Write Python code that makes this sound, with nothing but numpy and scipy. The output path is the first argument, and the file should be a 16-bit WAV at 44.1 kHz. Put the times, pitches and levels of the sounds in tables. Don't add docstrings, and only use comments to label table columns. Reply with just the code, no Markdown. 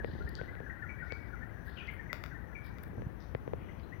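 import sys
import numpy as np
from scipy import signal
from scipy.fft import rfft, irfft
from scipy.io import wavfile

SR = 44100
rng = np.random.default_rng(int(sys.argv[2]) if len(sys.argv) > 2 else 0)


def dump(signal):
    limited = np.clip(np.atleast_2d(signal).T, -1, 1)
    pcm = np.round(limited * 32767).astype(np.int16)
    wavfile.write(sys.argv[1], SR, pcm)


N = 176400
TIME = np.arange(N) / SR

# (time [s], strength [dB])
SMACK_HITS = [(2.13, -21), (2.2387, -27.5), (2.2612, -35.5), (2.785, -39.5), (2.837, -40.5)]
# (frequency [Hz], gain [dB], T60 [s])
MOUTH_MODES = [(608, -13, 0.038), (1370, 4.5, 0.0055), (2000, -2.5, 0.012), (3440, -7, 0.0072),
               (4410, -9, 0.0045), (6530, -17, 0.0034), (14600, -8.5, 0.002)]
# (peak time [s], pitch [Hz], glide [kHz/s], relative level [dB])
SQUEAK_CUES = [(.007, 1744, -13, -41), (.216, 1440, 1, -44), (.279, 1798, 6, -44), (.396, 1495, 3, -41),
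               (.492, 2007, 1.5, -46), (.672, 1593, -8.5, -43.5), (.706, 1876, 4, -43.5),
               (.831, 1750, -2.5, -39.5), (.843, 1424, -5, -42), (.9, 2253, -0.5, -45.5),
               (1.007, 1885, -1, -43), (1.032, 1445, -2.5, -40.5), (1.113, 2230, 6.5, -41),
               (1.341, 1400, -6, -43.5), (1.431, 1756, 2.5, -44), (1.683, 1720, 16.5, -44.5),
               (1.782, 2920, -13, -45.5), (1.811, 2483, 4.5, -46), (1.826, 1445, -6, -47),
               (1.889, 2067, 1.5, -39.5), (2.004, 1830, -0.5, -41.5), (2.106, 2007, -12, -40.5),
               (2.325, 1539, -4, -48), (2.357, 1800, -4.5, -47), (2.56, 2290, -7, -44),
               (3.693, 2020, 7, -53), (3.84, 4060, 2, -66.5), (3.933, 1913, 14.5, -47.5)]
# (time [s], level [dB])
TWITTER_FADER = [(0, -57), (.75, -50), (1.6, -55), (2.6, -55), (3.1, -61.5), (4, -75)]
# (start [s], level [dB], length [s], band centre [Hz])
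RUSTLE_CUES = [(0.015, -63, 0.34, 3790), (0.335, -63.5, 0.19, 3500), (1.005, -70, 0.27, 4000),
               (1.64, -63, 0.23, 3710), (1.755, -48.5, 0.15, 2690), (2.632, -62.5, 0.084, 3960),
               (3.19, -68, 0.13, 4460), (3.532, -62.5, 0.27, 2050), (3.55, -64.5, 0.37, 2690),
               (3.775, -69.5, 0.09, 3670)]
# (start [s], level [dB], length [s])
CRACKLE_CUES = [(0.290, -52, 0.0038), (1.646, -62.5, 0.052), (1.904, -63.5, 0.058), (2.635, -62.5, 0.05),
                (2.833, -48.5, 0.004), (2.84, -67, .05)]
# (time [s], strength [dB])
SNAP_HITS = [(.2915, -40.5), (0.3533, -27.5), (.365, -47), (1.1221, -34), (1.872, -44.5)]
# (time [s], body [dB], tick [dB], thud [dB])
KNOCK_HITS = [(0.0454, -16, -21, -54), (0.4137, -20.5, -27.5, -23.5), (0.5528, -35, -31, -39),
              (0.603, -27, -35, -27.5), (1.1224, -22.5, -23, -50), (2.98, -27.5, -55, -28),
              (3.02, -26, -33, -38), (3.067, -47, -56, -23.5), (3.3493, -16, -21.5, -24.5),
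              (3.4772, -21, -34, -32), (3.5348, -15.5, -29.5, -47)]
# (frequency [Hz], T60 [s], starting left over right [dB])
HANDLING_MODES = [(469, 0.016, 20.5), (1790, 0.0045, 22), (106.5, 0.026, 6)]
# (time [s], level [dB])
GRIP_FADER = [(0.1, -43.5), (.55, -50), (.95, -69.5), (1.8, -58.5), (2.58, -73), (2.68, -59), (3.0, -44.5),
              (3.25, -68.5), (3.55, -45), (3.9, -66.5)]
# (frequency [Hz], relative density [dB])
GRIP_SPECTRUM = [(22, -6.5), (55, 4), (130, -3), (300, -13), (700, -31), (4000, -72)]
# (frequency [Hz], left density [dB/Hz], right density [dB/Hz])
ROOM_SPECTRUM = [(22.5, -95, -82), (54.9, -59.5, -78), (147.4, -68, -90.5), (305, -75.5, -100.5),
                 (472, -81, -104.5), (1720, -89.5, -108), (2870, -104, -115), (8030, -126, -127.5),
                 (11200, -115, -118), (15900, -116, -119)]

SACHET_PAN_DB = 20.5


def mouth_smacks():
    hits = clicks(*np.transpose(SMACK_HITS))
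    smacks = 0
    for hz, db, t60 in MOUTH_MODES:
        smacks += from_db(db) * filtered(ring(hits, hz, t60), [hz / 2, hz * 2], "band", order=1)
    scooped = filtered(smacks, [6800, 10000], "bandstop", order=1)
    return panned(with_short_room(scooped), pan_db=28)


def chirping():
    flutter = drift(180)
    wobble_hz = 42.4 * flutter
    squeaks = from_db(4.5 + 2 * flutter) * glides(SQUEAK_CUES, wobble_hz, width_s=.0078)
    direct = squeaks + twitter(wobble_hz)
    afterring = filtered(reverb(squeaks, t60=1.02), [2253, 2413], "band")
    tail = from_db(-6.5) * reverb(direct, t60=.55) + from_db(.5) * afterring
    return panned(direct, pan_db=26.5) + panned(tail, pan_db=18)


def twitter(wobble_hz, per_second=130, low_hz=1392.3, high_hz=2040):
    count = int(per_second * N / SR)
    delay, height, slope, softness = rng.random((count, 4)).T
    times = (np.arange(count) + 2 * delay) / per_second
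    pitches = low_hz + height * (high_hz - low_hz)
    cues = zip(times, pitches, 20 * (slope - .5), -10 * softness)
    cloud = unit_rms(glides(cues, wobble_hz, width_s=.0065))
    return cloud * from_db(np.interp(TIME, *np.transpose(TWITTER_FADER)))


def glides(cues, wobble_hz, width_s):
    out = np.zeros(N)
    for peak, hz, khz_per_s, db in cues:
        span = slice(max(int((peak - 4 * width_s) * SR), 0), int((peak + 4 * width_s) * SR))
        t = TIME[span] - peak
        pitch = hz + 1000 * khz_per_s * t + wobble_hz[span]
        envelope = np.exp(-.5 * np.abs(t / width_s) ** np.where(t < 0, 3, 1.8))
        out[span] += from_db(db) * envelope * np.sin(2 * np.pi * np.cumsum(pitch) / SR)
    return out


def sachet_rustle(broaden_hz=14500):
    crumple = from_db(4.5 * drift(120))
    grains = rng.standard_normal(N) * crumple
    foil_ring = unit_rms(reverb(grains, t60=.23)[0])
    foil = filtered(unit_rms(grains) + from_db(-2.5) * foil_ring, 5800, "low", order=8)
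    rustle = 0
    for start, db, length, hz in RUSTLE_CUES:
        band_hz = hz * np.exp(np.array([-1, 1]) * hz / broaden_hz)
        texture = unit_rms(filtered(foil, band_hz, "band", order=4))
        rustle += from_db(db) * swell(start, length) * texture
    sizzle = unit_rms(filtered(rng.standard_normal((2, N)) * crumple, 10130, "high", order=6))
    bursts = sum(from_db(db) * swell(start, length) for start, db, length in CRACKLE_CUES)
    return panned(rustle, SACHET_PAN_DB) + panned(sizzle * bursts, pan_db=3.5)


def foil_snaps(hz=4500):
    snaps = ring(clicks(*np.transpose(SNAP_HITS)), hz, t60=.0048)
    snaps = filtered(snaps, hz / 2, "high")
    snaps = filtered(snaps, 5800, "low")
    return panned(with_short_room(snaps), SACHET_PAN_DB)


def handling_knocks(right_lead_s=.00087, rightward_db_per_s=3):
    times, *mode_levels = np.transpose(KNOCK_HITS)
    knocks = 0
    for db, (hz, t60, pan_db) in zip(mode_levels, HANDLING_MODES):
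        left = clicks(times, db)
        right = clicks(times - right_lead_s, db - pan_db + rightward_db_per_s * times)
        knocks += filtered(ring(np.array([left, right]), hz, t60), 1.62 * hz, "low")
    return filtered(knocks, 3940, "low")


def grip_rumble(ticks_per_s=65, tick_hz=368):
    grip_db = np.interp(TIME, *np.transpose(GRIP_FADER))
    sides = [unit_rms(filtered(noise(*np.transpose(GRIP_SPECTRUM)), 39, "high")) for _ in range(2)]
    rumble = np.array(sides) * from_db(grip_db + 2 * drift(25))
    touches = rng.random(N) < ticks_per_s / SR
    contacts = touches * rng.uniform(-1.04, 1, N) * from_db(grip_db + 14.5)
    _, body_t60, body_pan_db = HANDLING_MODES[0]
    ticks = filtered(ring(contacts, tick_hz, body_t60), 2 * tick_hz, "low")
    return rumble + panned(ticks, body_pan_db)


def insect(hz=5944, period_s=.2355, first_peak_s=.19):
    pulse = np.sqrt(.5 + .5 * np.cos(2 * np.pi * (TIME - first_peak_s) / period_s))
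    hiss = unit_rms(filtered(rng.standard_normal((2, N)), [hz - 260, hz + 260], "band", order=4))
    return panned(from_db(-79) * pulse * hiss, pan_db=11)


def room_tone():
    hz, left_db, right_db = np.transpose(ROOM_SPECTRUM)
    return np.array([noise(hz, left_db), noise(hz, right_db)])


def with_short_room(x):
    return x + from_db(-7.5) * reverb(x, t60=.3)


def reverb(x, t60):
    t = TIME[:SR]
    tails = rng.standard_normal((2, len(t))) * from_db(-60 * t / t60) * (t > .006)
    return np.array([signal.fftconvolve(x, tail / np.linalg.norm(tail))[:N] for tail in tails])


def clicks(times, db):
    out = np.zeros(N)
    out[(np.asarray(times) * SR).astype(int)] = from_db(db)
    return out


def ring(x, hz, t60):
    radius = from_db(-60 / (t60 * SR))
    angle = 2 * np.pi * hz / SR
    return signal.lfilter([.5, 0, -.5], [1, -2 * radius * np.cos(angle), radius ** 2], x + 1e-18)


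def swell(start, length):
    progress = np.maximum(TIME - start, 0) / length
    return np.minimum(progress / .22, 1) * np.exp(-progress ** 2)


def noise(hz, db):
    bins_hz = np.maximum(np.arange(N // 2 + 1) * SR / N, 1)
    gain = from_db(np.interp(np.log(bins_hz), np.log(hz), db))
    return irfft(rfft(rng.standard_normal(N)) * gain, N) * np.sqrt(SR / 2)


def drift(hz):
    return unit_rms(filtered(rng.standard_normal(N + SR), hz, "low")[SR:])


def filtered(x, hz, kind, order=2):
    sections = signal.butter(order, np.clip(hz, 10, .45 * SR), kind, fs=SR, output="sos")
    return signal.sosfilt(sections, x + 1e-18)


def panned(x, pan_db):
    return x * np.array([[1], [from_db(-pan_db)]])


def unit_rms(x):
    return x / np.sqrt(np.mean(x ** 2) + 1e-20)


def from_db(db):
    return 10 ** (np.asarray(db) / 20)


def scene():
    foreground = mouth_smacks() + chirping() + sachet_rustle() + foil_snaps()
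    return foreground + handling_knocks() + grip_rumble() + insect() + room_tone()


def record(dry):
    return signal.sosfilt(signal.ellip(10, .2, 70, 16000, fs=SR, output="sos"), dry)


dry = scene()
out = record(dry)
dump(out)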